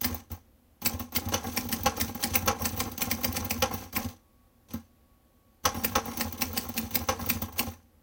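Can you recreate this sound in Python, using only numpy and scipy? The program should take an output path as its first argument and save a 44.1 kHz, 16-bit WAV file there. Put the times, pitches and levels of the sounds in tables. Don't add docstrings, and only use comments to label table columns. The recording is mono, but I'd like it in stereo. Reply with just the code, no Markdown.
import sys
import numpy as np
from scipy import signal
from scipy.fft import rfft, irfft, next_fast_len
from scipy.io import wavfile
from scipy.ndimage import uniform_filter1d

SR = 44100
rng = np.random.default_rng(int(sys.argv[2]) if len(sys.argv) > 2 else 0)


def store_pcm(level_fs):
    pcm = np.round(np.clip(level_fs, -1, 1) * 32767).astype(np.int16)
    wavfile.write(sys.argv[1], SR, np.atleast_2d(pcm).T)


N = 353902

# start_s, slap_db, jingle_db, boom_db
STRIKES = [(0.0454, -15, -16, -31.5), (0.8602, -13, -14.5, -35.5), (1.1618, -14.5, -18.5, -43),
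           (1.574, -16, -21.5, -37), (1.7274, -16, -22, -43), (2.0111, -14.5, -17.5, -28),
           (2.2386, -13, -19, -41), (2.3545, -13, -18.5, -35), (2.6555, -14, -20, -47.5),
           (2.8033, -14.5, -25, -36), (3.019, -14.5, -20.5, -43), (3.1143, -16.5, -20, -32),
           (3.2454, -16, -21.5, -36.5), (3.3679, -16, -26, -43), (3.5082, -17, -22, -39),
           (3.9645, -18.5, -21, -39), (5.8464, -16, -21.5, -47), (6.2097, -15, -21, -53),
           (6.42, -15, -21, -51), (6.5761, -16, -25, -55), (6.7786, -16, -19, -41.5),
           (6.956, -15.5, -22.5, -48.5), (7.3007, -13.5, -18, -46), (7.5935, -13.5, -20, -42)]
# start_s, clack_db, frame_db, jingle_db, desk_db
SPACES = [(1.3373, -15, -30, -25, -33), (1.8588, -14, -22.5, -23.5, -31), (2.4746, -14, -21.5, -19.5, -28),
          (3.6206, -14.5, -22.5, -25.5, -29), (5.652, -12, -23, -20.5, -34),
          (5.9529, -13.5, -22.5, -20.5, -31), (7.0865, -13.5, -22, -26, -34)]
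# start_s, click_db, jingle_db, frame_db, panel_db, boom_db
CLICKS = [(0.302, -57, -48, -56, -44, -35), (0.316, -49, -30, -48, -39, -34),
          (1.322, -35, -46, -35.5, -47, -43), (2.336, -33.5, -32, -45, -48, -47),
          (3.738, -40.5, -22, -45, -46, -50), (3.955, -37.5, -22, -44, -50, -51),
          (4.6865, -59, -58, -70, -62, -62), (4.7064, -49.5, -55, -79, -60, -53),
          (4.7356, -46, -30, -47, -28, -34.5), (5.639, -46.5, -36, -42, -45, -47),
          (7.483, -59, -42, -53, -45, -47.5), (7.524, -51.5, -38, -53, -60, -43)]
# start_s, level_db
PRESSES = [(0.0127, -26), (0.818, -33), (1.122, -42), (1.533, -37), (1.688, -30), (1.971, -34),
           (2.192, -46), (2.62, -28.5), (2.7635, -36), (2.978, -28.5), (3.059, -34), (3.21, -37),
           (3.3255, -31), (3.927, -38), (6.172, -25.5), (6.375, -47), (6.531, -30.5), (6.739, -36.5),
           (6.9075, -38), (7.261, -28.5), (7.559, -46)]
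# start_s, level_db
STEPS = [(0.105, -35), (0.931, -31), (1.255, -31.5), (1.651, -35.5), (1.795, -38), (2.079, -33.5),
         (2.306, -31.5), (2.422, -30.5), (2.724, -33.5), (2.853, -34.5), (3.067, -32.5), (3.185, -41.5),
         (3.275, -32.5), (3.405, -34), (3.578, -41), (4.045, -30.5), (5.915, -38), (6.245, -34),
         (6.49, -44.5), (6.65, -39.5), (6.827, -34.5), (7.004, -33), (7.345, -32), (7.667, -32)]
# start_s, level_db
FALLS = [(0.145, -26.5), (0.995, -23.5), (1.287, -26), (1.833, -24.5), (2.148, -26), (2.46, -24),
         (2.775, -24), (2.917, -28.5), (3.346, -32), (3.447, -22.5), (3.603, -33), (4.087, -36),
         (6.324, -26.5), (6.688, -25.5), (7.074, -33), (7.418, -19), (7.715, -39.5)]
# start_s, level_db
RETURNS = [(1.441, -33.5), (1.974, -34.5), (2.597, -33), (3.711, -31.5), (5.7444, -31.5), (6.056, -32.5),
           (7.192, -31.5)]

# click_db, jingle_db, frame_db, panel_db, boom_db
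PRESS_VOICE = (-11.5, 4, -21, -8, -11.5)
FALL_VOICE = (-17.5, 0.5, -26.5, -9.5, -12)
STEP_VOICE = (-13.5, -21, -15.5, -1.5, 2)
RETURN_VOICE = (-18, -2.5, -7, -8, -6)
LIFT_VOICE = (-21.5, -10.5, -31, -44, -43.5)
SETTLE_VOICE = (-30, -9, -21, 1, -4.5)
LIFT_LEAD_S, SETTLE_LAG_S = .011, .022

# pitch_hz, relative level_db (per hertz)
SLAP_SPECTRUM = [(290, -28), (600, -11.5), (1200, -13), (2200, -0.5), (3300, -8), (5200, -3.5), (7300, -9),
                 (9000, -5.5), (12000, -14), (16000, -31)]
# pitch_hz, relative level_db (per hertz)
CLACK_SPECTRUM = [(760, -18), (1300, 6.5), (1890, -7), (2920, -1), (3970, -7), (5550, -3.5), (6030, 2),
                  (7260, -16), (12000, -14), (15600, -46.5), (22000, -120)]
# pitch_hz, relative level_db (per hertz)
STEEL_SPECTRUM = [(760, -14), (1300, -12), (1730, -5.5), (2890, -3), (3360, -1.5), (5290, -4.5), (6200, 4),
                  (7060, -7), (12000, -6.5), (15600, -36.5), (22000, -120)]
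# pitch_hz, relative level_db (per hertz)
JINGLE_SPECTRUM = [(9000, -42), (11000, -27.5), (13000, -3.5), (14500, -1.5), (16200, 2.5)]
# pitch_hz, relative level_db, t60_s
FRAME_MODES = [(455, -20, 0.5), (518.4, 0.5, 0.098), (762, -1, 0.038), (822, -1, 0.11), (945, -9.5, 0.17),
               (1095, 3, 0.062), (1345, -10, 0.056), (1607, -10.5, 0.1), (1930, -13.5, 0.17)]
# pitch_hz, relative level_db, t60_s
PANEL_MODES = [(196, -14.5, 0.18), (228.5, 1.5, 0.11), (243.6, -3.5, 0.19), (306, -7, 0.1)]
# pitch_hz, relative level_db, t60_s
BOOM_MODES = [(56, -17, 0.099), (79.9, -4.5, 0.063), (86, 8, 0.23), (92.8, 11.5, 0.19), (130, -10, 0.15)]
# pitch_hz, width_hz, relative level_db
CARRIAGE_MODES = [(3900, 74, -18), (4680, 36, -12.5), (5620, 42, 2), (6880, 87, -23.5), (8900, 32, -8.5),
                  (9820, 180, -1), (10500, 61, 4), (13400, 140, -6), (14000, 85, -24.5), (14300, 110, -9),
                  (15100, 36, -1.5), (15600, 530, -8)]

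SWINGING = (-52, -44)
HELD = (-51.5, -44.5)
FALLEN = (-35, -27.5)
SPACED = (-54.5, -58)
STEPPING = (-51.5, -48)
NUDGED = (-9, -13.5)
RATTLE_T60 = 0.28, .2
SWING_S, HOLD_S, SLIDE_S = .04, .077, .12
FALL_SHARE = .61

ECHO_DELAYS = .00319, .00377, .00434
ECHO_GAINS = [(-.2, -.1), (.85, .7), (0, -.2)]
FAR_WALL_DELAY_S, FAR_WALL_DB = .0362, -16
# pitch_hz, t60_s, level_db
ROOM_BANDS = [(100, .25, -14), (300, .22, -12), (600, .2, -17), (1300, .18, -2), (5000, .15, -1.5),
              (9000, .12, -1.5), (15000, .1, -10)]

# start_s, level_db before wavering
WHINE_LEVEL = [(3.6, -93), (4.1, -77.5), (5.7, -78.5), (6.2, -88)]
# pitch_hz, relative level_db (per hertz)
FLOOR_SPECTRUM = [(25, 7), (70, 4.5), (156, -11.5), (334, -8.5), (404, -22), (900, -21), (1400, -24),
                  (4700, -31), (9000, -33), (12500, -26.5), (15500, -26.5), (17000, -41)]
FLOOR_DB = -57.5
# pitch_hz, left-right likeness (0 to 1)
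FLOOR_LIKENESS = [(60, 0.3), (240, 0.19), (950, 0.24), (3770, 0.31), (15000, 0.087)]
# pitch_hz, width_hz, level_db
HUM_BANDS = [(236, 14, -73.5), (520, 92, -76.5), (770, 60, -85.5)]

# pitch_hz, left minus right level_db
PORT_LEVELS = [(60, 1.5), (270, 3.5), (450, .6), (3300, 1.1), (5500, 2.8), (9080, -7), (15000, -3)]
# pitch_hz, left lead in radians
PORT_PHASES = [(860, 0), (1550, .6), (2410, -.1), (4480, .1), (5600, -.8), (6550, .7), (7920, .1),
               (9040, -4.4), (9560, -6.2), (11500, -12.6), (17300, -12.5)]


def machine():
    small = moves()
    blows_heard = type_slap() + space_clack() + steel_clicks(small)
    return blows_heard + jingle(small) + frame(small) + carriage_song()


def type_slap():
    start, slap_db, _, _ = np.transpose(STRIKES)
    contact = pushes(start, gain_of(slap_db + 8))
    chatter = blows(start + .0003, slap_db - 5, rise=1e-4, t60=.005) * rng.choice([-1., 1.], N)
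    shiver = blows(start, slap_db - 14, rise=.0033, t60=.036) * grit(1.5, .0002)
    return through(contact + chatter + shiver, colour(SLAP_SPECTRUM))


def space_clack():
    start, clack_db = np.transpose(SPACES)[:2]
    burst = blows(start + .0011, clack_db - 8, rise=.00053, t60=.071) * grit(4.5, .00065)
    return through(burst, colour(CLACK_SPECTRUM))


def steel_clicks(small):
    clicks = blows(small[0] + .00084, small[1], rise=.0023, t60=.043) * grit(4.5, .0013)
    ticks = rattle(column=1) * grit(4, .003)
    return through(clicks + ticks, colour(STEEL_SPECTRUM))


def jingle(small):
    hit, bar = np.transpose(STRIKES), np.transpose(SPACES)
    level = blows(hit[0] + .0013, hit[2], rise=.0028, t60=.074)
    level += blows(bar[0] + .003, bar[3], rise=.002, t60=.045)
    level += blows(small[0] + .00088, small[2], rise=.00054, t60=.028)
    noise = level * grit(4.5, .0041) + rattle(column=2) * grit(2.9, .002)
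    return through(noise, colour(JINGLE_SPECTRUM))


def frame(small):
    hit, bar = np.transpose(STRIKES), np.transpose(SPACES)
    knock = through(pushes(bar[0], gain_of(bar[2] + 22.5)), rings(FRAME_MODES, rise=.0074))
    taps = blows(hit[0], -38, rise=.00033, t60=.051)
    taps += blows(small[0] + .00067, small[3], rise=.00053, t60=.13)
    taps += blows(bar[0] + .00071, bar[2] - 6, rise=.002, t60=.18)
    taps += gain_of(2.5) * rattle(column=1)
    return knock + through(taps * grit(3.9, .0036), rings(FRAME_MODES, damping=5.7))


def carriage_song():
    drive = blows(np.transpose(RETURNS)[0], -46.5, rise=.002, t60=.4) * grit(4.5, .0044)
    modes = [(hz, db, np.log(1000) / np.pi / width) for hz, width, db in CARRIAGE_MODES]
    return through(drive, rings(modes))


def moves():
    hit, back = np.array(STRIKES)[:, :2], np.array(RETURNS)
    cycle = [(PRESSES, PRESS_VOICE), (hit - [LIFT_LEAD_S, 0], LIFT_VOICE), (STEPS, STEP_VOICE),
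             (FALLS, FALL_VOICE), (back, RETURN_VOICE), (back + [SETTLE_LAG_S, 0], SETTLE_VOICE)]
    rows = [[s, *np.add(db, voice)] for table, voice in cycle for s, db in table]
    return np.vstack([rows, CLICKS]).T


def rattle(column):
    press, hit, fall, bar, back = (np.transpose(rows)[0] for rows in (PRESSES, STRIKES, FALLS, SPACES, RETURNS))
    other, k = np.transpose(CLICKS), column - 1
    fall_db = FALLEN[k] + FALL_SHARE * np.transpose(FALLS)[1]
    spans = [(press, press + SWING_S, SWINGING[k]),
             (hit, hit + HOLD_S, HELD[k]),
             (fall, fall, fall_db),
             (bar, back, SPACED[k]),
             (back, back + SLIDE_S, STEPPING[k]),
             (other[0], other[0], other[column] + NUDGED[k])]
    start, end, db = np.hstack([np.broadcast_arrays(*span) for span in spans])[..., None]
    t = np.arange(0, N / SR + .01, .001)
    decayed_db = db - 60 * np.maximum(t - end, 0) / RATTLE_T60[k]
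    level = (gain_of(decayed_db) * (t > start)).max(axis=0)
    clumps = evened(uniform_filter1d(uniform_filter1d(rng.standard_normal(N), 300), 300))
    return np.interp(np.arange(N) / SR, t, level) * gain_of(2.2 * clumps)


def desk():
    hit, bar, small = np.transpose(STRIKES), np.transpose(SPACES), moves()
    start = np.r_[hit[0], bar[0], small[0]] + .0028
    panel_db = np.r_[np.full(len(STRIKES), -29.5), bar[4], small[4]]
    boom_db = np.r_[hit[3], bar[4], small[5]]
    late, sign = rng.random((len(start), 2)).T
    rebound = start + .0065 + .0221 * late
    thud = np.zeros(N)
    for db, modes, push_s in ((panel_db + 27, PANEL_MODES, .003), (boom_db + 29, BOOM_MODES, .008)):
        drive = pushes(start, gain_of(db)) + pushes(rebound, gain_of(db - 5) * (2 * sign - 1))
        soft = np.hanning(round(push_s * SR))
        thud += through(through(drive, soft / soft.sum()), rings(modes, rise=.0034))
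    shake = rattle(column=1) * rng.standard_normal(N)
    shaken_panel = gain_of(7) * through(shake, rings(PANEL_MODES))
    shaken_boom = gain_of(5.5) * through(shake, rings(BOOM_MODES))
    return thud + shaken_panel + shaken_boom


def echoes(x):
    taps = np.zeros((2, 2048))
    taps[:, 0] = 1
    taps[:, np.round(np.array(ECHO_DELAYS) * SR).astype(int)] = np.transpose(ECHO_GAINS)
    at, t = round(FAR_WALL_DELAY_S * SR), np.arange(128) / SR
    scatter = np.diff(uniform_filter1d(rng.standard_normal(129), 3)) * np.exp(-t / .0003)
    taps[:, at:at + 128] = gain_of(FAR_WALL_DB) * scatter / np.linalg.norm(scatter)
    return through(x[None], taps)


def room(x):
    size, gap = SR // 2, 20
    taps = np.zeros((2, size))
    at = np.arange(100, size - gap, gap)
    at = at + rng.integers(0, gap, (2, len(at)))
    np.put_along_axis(taps, at, rng.choice([-1., 1.], at.shape), 1)
    hz, t, bands = signal.stft(taps, SR, nperseg=256)
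    t60 = read(ROOM_BANDS, hz)[:, None]
    level_db = read(ROOM_BANDS, hz, column=2)[:, None]
    tail_energy = t60 * SR / gap / np.log(1e6)
    bands = bands * gain_of(level_db - 60 * t / t60) / np.sqrt(tail_energy)
    return through(x[None], signal.istft(bands, SR, nperseg=256)[1])


def whine():
    waver = evened(uniform_filter1d(uniform_filter1d(rng.standard_normal((2, N)), 3000), 3000))
    turns = np.cumsum(1120 + 2.2 * waver[0]) / SR
    level_db = np.interp(np.arange(N) / SR, *np.transpose(WHINE_LEVEL)) + 2.5 * waver[1]
    return np.sqrt(2) * gain_of(level_db) * np.sin(2 * np.pi * turns)


def floor():
    frames, hz = N // 512 + 5, np.fft.rfftfreq(2048, 1 / SR)
    a, b, c, d, patches = rng.standard_normal((frames, 1025, 5)).T
    patches = evened(uniform_filter1d(uniform_filter1d(patches, 20, 0), 6, 1))
    same = read(FLOOR_LIKENESS, hz)[:, None]
    left = a + 1j * b
    right = same * left + np.sqrt(1 - same ** 2) * (c + 1j * d)
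    wide = gain_of(read(FLOOR_SPECTRUM, hz))
    shape = gain_of(FLOOR_DB) * wide / np.linalg.norm(wide)
    for centre, width, db in HUM_BANDS:
        peak = 1 / np.hypot(1, 2 * (hz - centre) / width) ** 2
        shape = shape + gain_of(db) * peak / np.linalg.norm(peak)
    unit = np.std(signal.istft(left, nperseg=2048, noverlap=1536)[1]) / np.sqrt(len(hz))
    shaped = np.array([left, right]) * shape[:, None] * gain_of(.5 * patches)
    return signal.istft(shaped, nperseg=2048, noverlap=1536)[1][:, :N] / unit


def gain_of(db):
    return 10 ** (np.asarray(db) / 20)


def evened(x):
    return x / np.sqrt(np.mean(x ** 2) + 1e-20)


def read(points, hz, column=1):
    table = np.transpose(points)
    return np.interp(np.log(hz + 1), np.log(table[0] + 1), table[column])


def colour(points):
    level_db = np.maximum(read(points, abs(np.fft.fftfreq(2048, 1 / SR))), -100)
    log_gain = np.log(gain_of(level_db))
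    taps = np.fft.ifft(np.exp(np.conj(signal.hilbert(log_gain)))).real[:1024]
    return taps / np.linalg.norm(taps)


def rings(modes, damping=1, rise=1e-4):
    t = np.arange(SR // 3) / SR
    taps = sum(gain_of(db - 60 * damping * t / t60) * np.sin(2 * np.pi * hz * t) for hz, db, t60 in modes)
    taps = taps * (1 - np.exp(-t / rise))
    return taps / np.linalg.norm(taps)


def pushes(times, sizes):
    out = np.zeros(N)
    np.add.at(out, np.round(times * SR).astype(int), sizes)
    return out


def blows(times, levels_db, rise, t60):
    lead = 1500
    out, t = np.zeros(N + SR), np.arange(-lead, 9000) / SR
    for s, db in np.broadcast(times, levels_db):
        at = round(s * SR)
        swell = np.exp(np.minimum(t, 0) / rise)
        out[at:at + len(t)] += gain_of(db - 60 * np.maximum(t, 0) / t60) * swell
    return out[lead:N + lead]


def grit(lumpy_db, grain):
    lumps = evened(uniform_filter1d(rng.standard_normal(N), round(grain * SR)))
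    return evened(rng.standard_normal(N) * gain_of(lumpy_db * lumps))


def through(x, taps):
    return signal.oaconvolve(x, taps, axes=-1)[..., :N]


def scene():
    metal, wood = machine(), desk()
    return echoes(metal) + wood + room(metal + wood) + whine() + floor()


def record(dry):
    size = next_fast_len(N + 4096)
    hz = np.fft.rfftfreq(size, 1 / SR)
    ratio = hz / 55
    bass = (1j * ratio) ** 2 / (1 + 1.3j * ratio - ratio ** 2)
    half = gain_of(read(PORT_LEVELS, hz) / 2)
    ports = np.array([half * np.exp(1j * read(PORT_PHASES, hz)), 1 / half])
    heard = irfft(rfft(dry, size) * ports * bass, size)[:, :N]
    band_limit = signal.firwin(301, 16500, window=("kaiser", 9), fs=SR)
    return signal.oaconvolve(heard, band_limit[None], "same")


dry = scene()
out = record(dry)
store_pcm(out)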